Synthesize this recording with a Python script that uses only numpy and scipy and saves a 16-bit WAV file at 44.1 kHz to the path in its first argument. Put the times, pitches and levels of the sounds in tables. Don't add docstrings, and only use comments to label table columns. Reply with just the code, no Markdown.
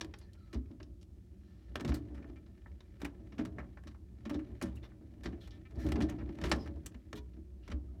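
import sys
import numpy as np
from scipy import signal
from scipy.fft import rfft, irfft
from scipy.io import wavfile
from scipy.ndimage import uniform_filter1d

SR = 44100
rng = np.random.default_rng(int(sys.argv[2]) if len(sys.argv) > 2 else 0)


def voltage_ratio(decibels):
    exponent = np.asarray(decibels, float) / 20
    return 10 ** exponent


def wav_record(signal):
    frames = np.transpose(np.atleast_2d(signal))
    bounded = np.clip(frames, -1, 1)
    quanta = np.round(bounded * 32767).astype(np.int16)
    wavfile.write(sys.argv[1], SR, quanta)


N = 352800


def evened(x):
    return x / np.sqrt(np.mean(x ** 2) + 1e-20)


def read(points, hz):
    f, value = np.transpose(points)
    return np.interp(np.log(hz + 1), np.log(f + 1), value)


def add(mix, s, sound):
    part = mix[round(s * SR):][:len(sound)]
    part += sound[:len(part)]


def coloured(x, gain):
    return irfft(rfft(x) * gain(np.fft.rfftfreq(x.shape[-1], 1 / SR)), x.shape[-1])


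def ring(modes):
    t = np.arange(SR) / SR
    out = sum(voltage_ratio(db - 60 * t / t60) * np.sin(2 * np.pi * hz * t) for hz, db, t60 in modes)
    return out / abs(out).max()


def peak(hz, centre_hz, width_hz):
    return 1 / np.sqrt(1 + (2 * (hz - centre_hz) / max(width_hz, 20)) ** 2)


# frequency in Hz, relative spectral level in dB per Hz.
HUM_SPECTRUM = [(15, -44), (25, -19.5), (40, -3), (68, 1), (97, -6.5), (152, -22.5), (183, -10.5),
                (269, -28), (372, -17), (396, -33.5), (507, -38.5), (1000, -54.5), (1300, -88),
                (2200, -120)]
# frequency in Hz, relative spectral level in dB per Hz.
HISS_SPECTRUM = [(530, -46.5), (900, -9), (1060, -10.5), (1260, -4.5), (1510, -9), (5440, -10),
                 (15800, -18)]
HUM_DB, HISS_DB = -52.5, -83


def hum():
    low, high = rng.standard_normal((2, N))
    rumble = evened(coloured(low, lambda hz: voltage_ratio(read(HUM_SPECTRUM, hz))))
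    hiss = evened(coloured(high, lambda hz: voltage_ratio(read(HISS_SPECTRUM, hz))))
    return voltage_ratio(HUM_DB) * rumble + voltage_ratio(HISS_DB) * hiss


# time in seconds, relative push on pipes and cabinet in dB,
# relative slide of skin and ribs in dB.
HAND_MOTION = [(0.0, -49, -69), (0.36, -57, -74), (0.73, -51, -79), (0.96, -54.5, -84.5),
               (1.54, -55.5, -78.5), (1.8, -47, -66), (1.91, -48.5, -65), (2.16, -43.5, -73.5),
               (2.47, -54.5, -76), (2.85, -53.5, -71), (3.39, -46.5, -71), (3.5, -44, -75),
               (3.74, -50.5, -72), (3.94, -56.5, -93), (4.17, -51, -75), (4.5, -46, -65.5),
               (5.03, -51.5, -76), (5.26, -44, -70), (5.39, -48, -70), (5.68, -51, -72), (5.81, -36.5, -69),
               (5.97, -36, -57.5), (6.24, -45, -68), (6.55, -40.5, -53.5), (6.66, -42, -69),
               (6.97, -51.5, -72.5), (7.46, -53.5, -81.5), (8.0, -47.5, -76.5)]


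def hands(t):
    s, push_db, slide_db = np.transpose(HAND_MOTION)
    return np.interp(t, s, push_db), np.interp(t, s, slide_db)


# frequency in Hz, relative level in dB, free decay time t60 in seconds.
PIPE_MODES = [(118.9, 0, 0.67), (187.1, -5, 0.44), (232.6, -2.5, 0.24), (253.1, -0.5, 0.2),
              (291.1, 0, 0.27), (315, 2.5, 0.24), (358, -10.5, 1), (413, -16.5, .7), (539, -26.5, 0.81),
              (562, -11.5, 0.21), (653.4, -15.5, .25), (710, -23, 0.19), (902, -35, 0.1)]
# frequency in Hz, relative level in dB, decay time t60 in seconds.
CABINET_MODES = [(66.3, 0.5, 0.28), (78.7, -9.5, 0.37), (100.7, -3.5, 0.11)]
CABINET_SHARE, PIPE_SHARE = 1, 1.73
PUSH_REF_DB, CABINET_SHAKE_DB, PIPE_SHAKE_DB = -51, -55.5, -61.5
PUSH_LUMP_DB = 3.5


def pushing():
    push_db = hands(np.arange(N) / SR)[0] - PUSH_REF_DB
    held = ring([(hz, db, min(t60, .3)) for hz, db, t60 in PIPE_MODES])
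    cabinet = ring(CABINET_MODES)
    noise, lumps = rng.standard_normal((2, 2, N))
    push = evened(noise * voltage_ratio(PUSH_LUMP_DB * evened(uniform_filter1d(lumps, 1500))))
    pipe_force = push[0] * voltage_ratio(PIPE_SHAKE_DB + PIPE_SHARE * push_db)
    cabinet_force = push[1] * voltage_ratio(CABINET_SHAKE_DB + CABINET_SHARE * push_db)
    pipe_shake = signal.oaconvolve(pipe_force, held / np.linalg.norm(held))[:N]
    cabinet_shake = signal.oaconvolve(cabinet_force, cabinet / np.linalg.norm(cabinet))[:N]
    return pipe_shake + cabinet_shake


# frequency in Hz, width in Hz (20 at least), gain in dB.
PLASTIC_MODES = [(760, 39, -7), (1080, 17, -40.5), (1320, 15, 2.5), (1297, 17, -18), (1700, 48, -17),
                 (1780, 36, 1), (2030, 20, -7), (2354, 36, -2.5), (3260, 410, -6.5), (4110, 110, -5),
                 (4840, 280, -11.5), (5900, 8.3, -0.5), (5650, 21, -6), (13460, 4000, 0.5)]


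def plastic(hz):
    return voltage_ratio(-3.0) + sum(voltage_ratio(db) * peak(hz, f, width) for f, width, db in PLASTIC_MODES)


# frequency in Hz, relative spectral level in dB per Hz.
RUB_SPECTRUM = [(290, -26.5), (500, -5), (569, 0.5), (982, -18), (1820, -10), (2430, -14), (3850, -19.5),
                (15500, -45)]
RUB_DB = -5.5


def rubbing():
    noise, grain = rng.standard_normal((2, N))
    drive = noise * voltage_ratio(5.1 * evened(uniform_filter1d(grain, 300)))
    broad = evened(coloured(drive, lambda hz: voltage_ratio(read(RUB_SPECTRUM, hz)) * plastic(hz) ** 0.98))
    slide_db = hands(np.arange(N) / SR)[1]
    return voltage_ratio(slide_db + RUB_DB) * broad


# start in seconds, peak in dB in the pipes,
# level in dB of the cabinet boom, frequency in Hz of the pipe struck.
PIPE_KNOCKS = [(0.004, -43.5, -50, 330), (0.041, -42.5, -46, 348), (0.533, -39, -60, 347),
               (0.55, -33.5, -27.5, 263), (0.705, -45, -53, 257), (0.809, -46.5, -47, 370.5),
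               (1.761, -41, -61, 389), (1.805, -32.5, -47, 243), (1.847, -29, -46, 151.5),
               (1.889, -29.5, -24.5, 278), (1.928, -33, -37, 295), (2.101, -45, -65, 300.5),
               (2.298, -44, -52, 351), (3.031, -30.5, -40, 285), (3.324, -46, -52, 205),
               (3.391, -26.5, -45, 305.5), (3.461, -37, -59, 300), (3.586, -45.5, -38, 145),
               (3.86, -43, -43, 220), (4.261, -33, -58, 215.4), (4.308, -28, -46, 307.7),
               (4.349, -30.5, -36.5, 306.8), (4.625, -29, -38, 187.5), (4.776, -48, -53, 308),
               (5.007, -47, -66, 315), (5.259, -34.5, -34.5, 324.5), (5.328, -40, -38, 346),
               (5.77, -42.5, -35.5, 315), (5.848, -30.5, -48, 292), (5.919, -30.5, -28, 304.5),
               (5.977, -35, -36, 228), (6.021, -25, -30.5, 306.5), (6.108, -34, -43, 302.7),
               (6.183, -35.5, -50, 315), (6.224, -35.5, -33.5, 218), (6.29, -39, -42, 325.4),
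               (6.42, -33, -28, 159), (6.442, -31, -26, 363.7), (6.517, -28.5, -29, 181),
               (6.772, -44, -39.5, 147.6), (6.949, -45.5, -51, 218), (7.138, -37.5, -48, 420),
               (7.372, -47, -42.5, 326), (7.688, -39.5, -45, 185.6), (7.727, -38, -28, 301)]
FAR_PIPE_DB_PER_OCTAVE = -1.5


def knocks():
    out = np.zeros(N)
    u = np.arange(2000) / SR
    soft = 1 - np.exp(-np.arange(SR) / SR / 0.0024)
    boom = ring(CABINET_MODES[:1]) * soft
    for at, knock_db, boom_db, struck_hz in PIPE_KNOCKS:
        jolt = rng.standard_normal(len(u)) * np.exp(-u / 0.02)
        modes = []
        for hz, db, t60 in PIPE_MODES:
            slope_db = FAR_PIPE_DB_PER_OCTAVE + 22 * t60
            modes.append((hz, db - slope_db * abs(np.log2(hz / struck_hz)), t60))
        pipes = signal.oaconvolve(jolt, ring(modes))[:SR]
        own_note = soft * ring([(struck_hz, 0, .3)])
        knock = pipes / abs(pipes).max() + 0.61 * own_note
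        add(out, at, voltage_ratio(knock_db) * knock / abs(knock).max())
        add(out, at, voltage_ratio(boom_db) * boom)
    return out


BRUSHES_PER_S, BRUSH_T60 = 3, .075
BRUSH_DB, BRUSH_EDGE_DB, BRUSH_TICK_DB = 17, -11, -27


def brushes():
    count = round(BRUSHES_PER_S * N / SR)
    place, size = rng.random((count, 2)).T
    s = (np.arange(count) + place) / BRUSHES_PER_S
    body_db = np.minimum(hands(s)[1] + BRUSH_DB, -57) - 8 * size
    return [(at, db, db + BRUSH_EDGE_DB, db + BRUSH_TICK_DB, BRUSH_T60) for at, db in zip(s, body_db)]


# start in seconds, relative levels in dB of the hollow body, of the hard edge and
# of the bright tick, decay time t60 in seconds of the dull part.
CONTACTS = [(0.01, -25, -23.5, -48, 0.033), (0.045, -42, -50, -60, 0.036), (0.138, -32, -41.5, -63, 0.032),
            (0.186, -74, -53, -59, 0.046), (0.211, -57, -61, -82, 0.15), (0.332, -73, -54, -67.5, 0.053),
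            (0.528, -41, -49, -62, 0.13), (0.544, -57, -43, -72, 0.05), (0.711, -55.5, -63, -91, 0.048),
            (0.801, -44, -56.5, -83, 0.062), (0.829, -50.5, -44, -70.5, 0.032),
            (1.012, -67, -59, -77, 0.079), (1.027, -57.5, -51, -70, 0.035),
            (1.755, -26, -36.5, -49.5, 0.052), (1.796, -35, -46, -65, 0.083),
            (1.807, -30, -39.5, -50, 0.035), (1.848, -31, -40, -54.5, 0.059),
            (1.876, -36, -43.5, -58, 0.15), (1.89, -42, -45.5, -56, 0.065), (1.919, -31, -43, -79, 0.047),
            (1.94, -38.5, -43.5, -47.5, 0.13), (2.143, -48.5, -60.5, -71, 0.17),
            (2.174, -48, -69, -79, 0.13), (2.226, -46.5, -61, -87, 0.052), (2.242, -43.5, -68, -86, 0.044),
            (2.297, -51.5, -62, -96, 0.029), (2.357, -56, -67, -83, 0.095), (2.46, -57, -66, -86, 0.1),
            (2.659, -42, -99, -87, 0.044), (2.805, -48, -55.5, -75, 0.052), (3, -50, -63, -68, 0.11),
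            (3.016, -33, -44, -53.5, 0.063), (3.046, -29.5, -42, -50.5, 0.083),
            (3.321, -44, -55.5, -81, 0.066), (3.38, -37.5, -49, -64, 0.18), (3.39, -39.5, -51, -81, 0.065),
            (3.45, -37.5, -47, -57.5, 0.073), (3.583, -33, -57.5, -72, 0.13), (3.772, -38, -61, -83, 0.051),
            (3.836, -48.5, -64, -70, 0.052), (3.87, -43.5, -50, -64, 0.097), (3.91, -53, -63, -79, 0.061),
            (3.944, -51, -67, -84, 0.07), (4.252, -36, -46, -64, 0.082), (4.295, -31.5, -43, -52, 0.073),
            (4.329, -49, -57, -73, 0.14), (4.341, -40, -47.5, -66, 0.091), (4.389, -45, -60.5, -72, 0.093),
            (4.613, -27, -43.5, -54, 0.085), (4.623, -48, -34, -47, 0.066), (4.65, -45.5, -56, -67, 0.23),
            (4.754, -55.5, -62.5, -64.5, 0.12), (4.833, -45, -57, -96, 0.12),
            (4.918, -48.5, -101, -92, 0.042), (5.233, -41.5, -48, -59.5, 0.2),
            (5.256, -30.5, -38.5, -61, 0.058), (5.324, -47, -63, -82, 0.091),
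            (5.474, -44, -51, -60.5, 0.048), (5.506, -61, -49.5, -80, 0.09),
            (5.707, -53, -61.5, -74, 0.068), (5.755, -56, -61.5, -73, 0.072),
            (5.864, -40.5, -48, -58, 0.073), (5.887, -36, -48, -56, 0.064),
            (5.919, -26.5, -35.5, -45.5, 0.039), (5.957, -28, -40, -59, 0.048),
            (6.003, -30.5, -41.5, -56, 0.12), (6.018, -45, -39, -59.5, 0.11),
            (6.087, -37, -49.5, -65, 0.15), (6.097, -46, -47.5, -55.5, 0.047), (6.184, -44, -60, -89, 0.14),
            (6.207, -38, -72, -89, 0.077), (6.29, -43.5, -56.5, -82.5, 0.054),
            (6.385, -41.5, -56, -70, 0.045), (6.413, -33.5, -43.5, -59, 0.078),
            (6.437, -25, -36.5, -50.5, 0.076), (6.452, -33, -41.5, -54.5, 0.15),
            (6.494, -42, -49.5, -51, 0.09), (6.515, -12.5, -19, -42, 0.063), (6.559, -46, -50, -61, 0.069),
            (6.658, -41, -57, -67, 0.068), (6.674, -38, -51, -67, 0.037), (6.758, -59.5, -66.5, -86, 0.056),
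            (6.86, -36.5, -35.5, -40.5, 0.051), (6.944, -44, -55, -70, 0.042),
            (7.129, -31, -42.5, -56, 0.037), (7.366, -58.5, -69, -88, 0.042),
            (7.678, -39, -49, -61.5, 0.055), (7.7, -43, -54, -68, 0.11), (7.715, -33.5, -44.5, -62, 0.056)]
SOFT_RING_HZ, HARD_RING_HZ = 2750, 5400
HARD_RING_DB = 2.5
HARD_AT_DB, HARD_SPAN_DB = -5.5, 3.5
LOUD_FROM_DB, LOUD_HARDENS = -34, .9


def clicks():
    out, t = np.zeros(N), np.arange(8192) / SR
    for s, body_db, edge_db, tick_db, t60 in CONTACTS + brushes():
        blow_db = edge_db - body_db + LOUD_HARDENS * max(edge_db - LOUD_FROM_DB, 0)
        hard = 1 / (0.5 + np.exp((HARD_AT_DB - blow_db) / HARD_SPAN_DB))
        ring_hz = SOFT_RING_HZ * (HARD_RING_HZ / SOFT_RING_HZ) ** hard
        ring_gain = voltage_ratio(5.0 + HARD_RING_DB * hard)
        noise, grain = rng.standard_normal((2, len(t)))
        chatter = voltage_ratio(3.1 * evened(uniform_filter1d(grain, 40)))
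        colour = [(350, body_db + 2), (700, body_db), (2000, body_db - 4.5),
                  (3200, edge_db - 3.0), (5500, edge_db - 1.5),
                  (8500, tick_db + 4.5), (15000, tick_db - 5 + 0.34 * (tick_db - edge_db))]
        burst = coloured(noise * chatter, lambda hz: voltage_ratio(read(colour, hz))
                         * (plastic(hz) + ring_gain * peak(hz, ring_hz, 660)))
        dull = coloured(burst, lambda hz: 1 / (1 + (hz / 3500) ** 2))
        bright = burst - dull
        rise = 1 - np.exp(-t / (0.027 * t60))
        add(out, s, rise * (dull * voltage_ratio(-60 * t / t60) + bright * voltage_ratio(-60 * t / (0.55 * t60))))
    return voltage_ratio(-1.5) * out


# start in seconds, end in seconds, rms level in dB,
# frequency in Hz of the added resonance.
RUBBER_RASPS = [(0.14, 0.29, -81, 4700), (0.358, 0.525, -86, 4430), (1.387, 1.814, -81.5, 690),
                (4.429, 4.445, -93, 2300), (4.823, 4.87, -67.5, 3540), (5.399, 5.48, -66.5, 3420),
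                (5.502, 5.58, -72.5, 3450), (5.773, 5.935, -62.5, 1810), (6.471, 6.5, -64.5, 1990),
                (6.579, 6.69, -68.5, 5100), (7.149, 7.192, -60.5, 3450), (7.332, 7.346, -76.5, 2500),
                (7.623, 7.704, -75, 2740)]
# start in seconds,
# end in seconds, rms level in dB, frequency in Hz of the added resonance, pulses per second.
HOSE_CREAKS = [(2.363, 2.391, -69.5, 2340, 262), (5.511, 5.605, -76.5, 2300, 256),
               (5.65, 5.679, -65, 2330, 258), (7.172, 7.197, -58.5, 980, 484)]
RASP_PER_S, RASP_GRIT, CREAK_GRIT = 1400, 0.76, .15
CREAK_TOP = 12


def rasps_and_creaks():
    out = np.zeros(N)
    strokes = [(*row, RASP_PER_S, RASP_GRIT) for row in RUBBER_RASPS]
    strokes += [(*row, CREAK_GRIT) for row in HOSE_CREAKS]
    for start, end, db, ring_hz, per_s, grit in strokes:
        spacing, strength, noise = rng.standard_normal((3, SR // 2))
        size = round((end - start) * SR)
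        progress = np.arange(SR // 2) / (per_s * (end - start))
        speed_up = 1 + 0.023 * (progress - .5)
        gaps = np.exp(0.055 * grit ** 2 * spacing) * SR / per_s / speed_up
        at = np.cumsum(gaps).astype(int) - round(.9 * SR / per_s)
        train = np.zeros(SR // 2)
        np.add.at(train, np.abs(at[at < size]), voltage_ratio(2.3 * grit * strength[at < size]))
        puffs = noise * signal.lfilter([1], [1, -np.exp(-1 / (0.0076 * SR))], train)
        u = np.arange(SR // 2) / size
        stroke = np.clip(u / 0.19, 0, 1) * np.clip(1 - u, 0, 1) ** 0.46
        drive = stroke * ((1 - grit) * evened(train) + grit * evened(puffs))
        base = [(300, -30.5), (500, -8.5), (5500, -8), (6500, 0.85 * (db + 50)), (15000, 1.1 * (db + 39.5))]

        def gain(hz):
            fade = 1 + (1 - grit) * (hz / (CREAK_TOP * per_s)) ** 4
            return (voltage_ratio(read(base, hz)) + peak(hz, ring_hz, 600) ** 2) * plastic(hz) ** 2 / fade

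        rasp = coloured(drive, gain)
        add(out, start, voltage_ratio(db) * rasp / np.std(rasp[:size]))
    return out


# start in seconds, end in seconds,
# level in dB (rms before the fades), frequency in Hz at the start, frequency in Hz at the end.
METAL_SINGING = [(0.224, 0.32, -77, 1820, 1710), (0.207, 0.273, -79, 4260, 4180),
                 (0.324, 0.556, -78, 1417, 1243), (.38, 0.488, -87, 4000, 3880),
                 (0.59, 0.7, -82, 1320, 1270), (4.766, 4.786, -65.5, 2720, 2690),
                 (6.573, 6.648, -67, 5240, 4930), (7.873, 7.93, -82, 1267, 1270)]


def singing():
    out = np.zeros(N)
    for start, end, db, from_hz, to_hz in METAL_SINGING:
        a, b, grip = rng.standard_normal((3, SR // 2))
        size = round((end - start) * SR)
        fuzz = uniform_filter1d(a, 450) + 1j * uniform_filter1d(b, 450)
        fuzz = fuzz * voltage_ratio(1.7 * evened(uniform_filter1d(grip, 900)))
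        phase = 2 * np.pi * np.cumsum(np.linspace(from_hz, to_hz, size)) / SR
        tone = (fuzz[:size] * np.exp(1j * phase)).real
        add(out, start, voltage_ratio(db) * evened(tone) * signal.windows.tukey(size, .6))
    return out


# frequency in Hz, decay time t60 in seconds.
CABINET_TAIL = [(500, 0.43), (2000, 0.094), (6000, 0.1), (14000, 0.091)]


def echo(x):
    hz, t, z = signal.stft(rng.standard_normal(SR // 2), SR, nperseg=256)
    decay = voltage_ratio(-60 * t / read(CABINET_TAIL, hz)[:, None])
    tail = signal.istft(z * decay, SR, nperseg=256)[1]
    return signal.oaconvolve(x, tail / np.linalg.norm(tail))[:N]


def scene():
    near = clicks() + rubbing() + rasps_and_creaks() + singing()
    return (near + voltage_ratio(-10.5) * echo(near) + pushing() + knocks() + hum())[None]


def top_cut(x):
    return signal.sosfilt(signal.butter(12, 16360, fs=SR, output="sos"), x)


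def record(dry):
    low_cut = signal.butter(N=6, Wn=49, btype="high", fs=SR, output="sos")
    mix = signal.sosfilt(low_cut, dry)
    return top_cut(mix)


dry = scene()
out = record(dry)
wav_record(out)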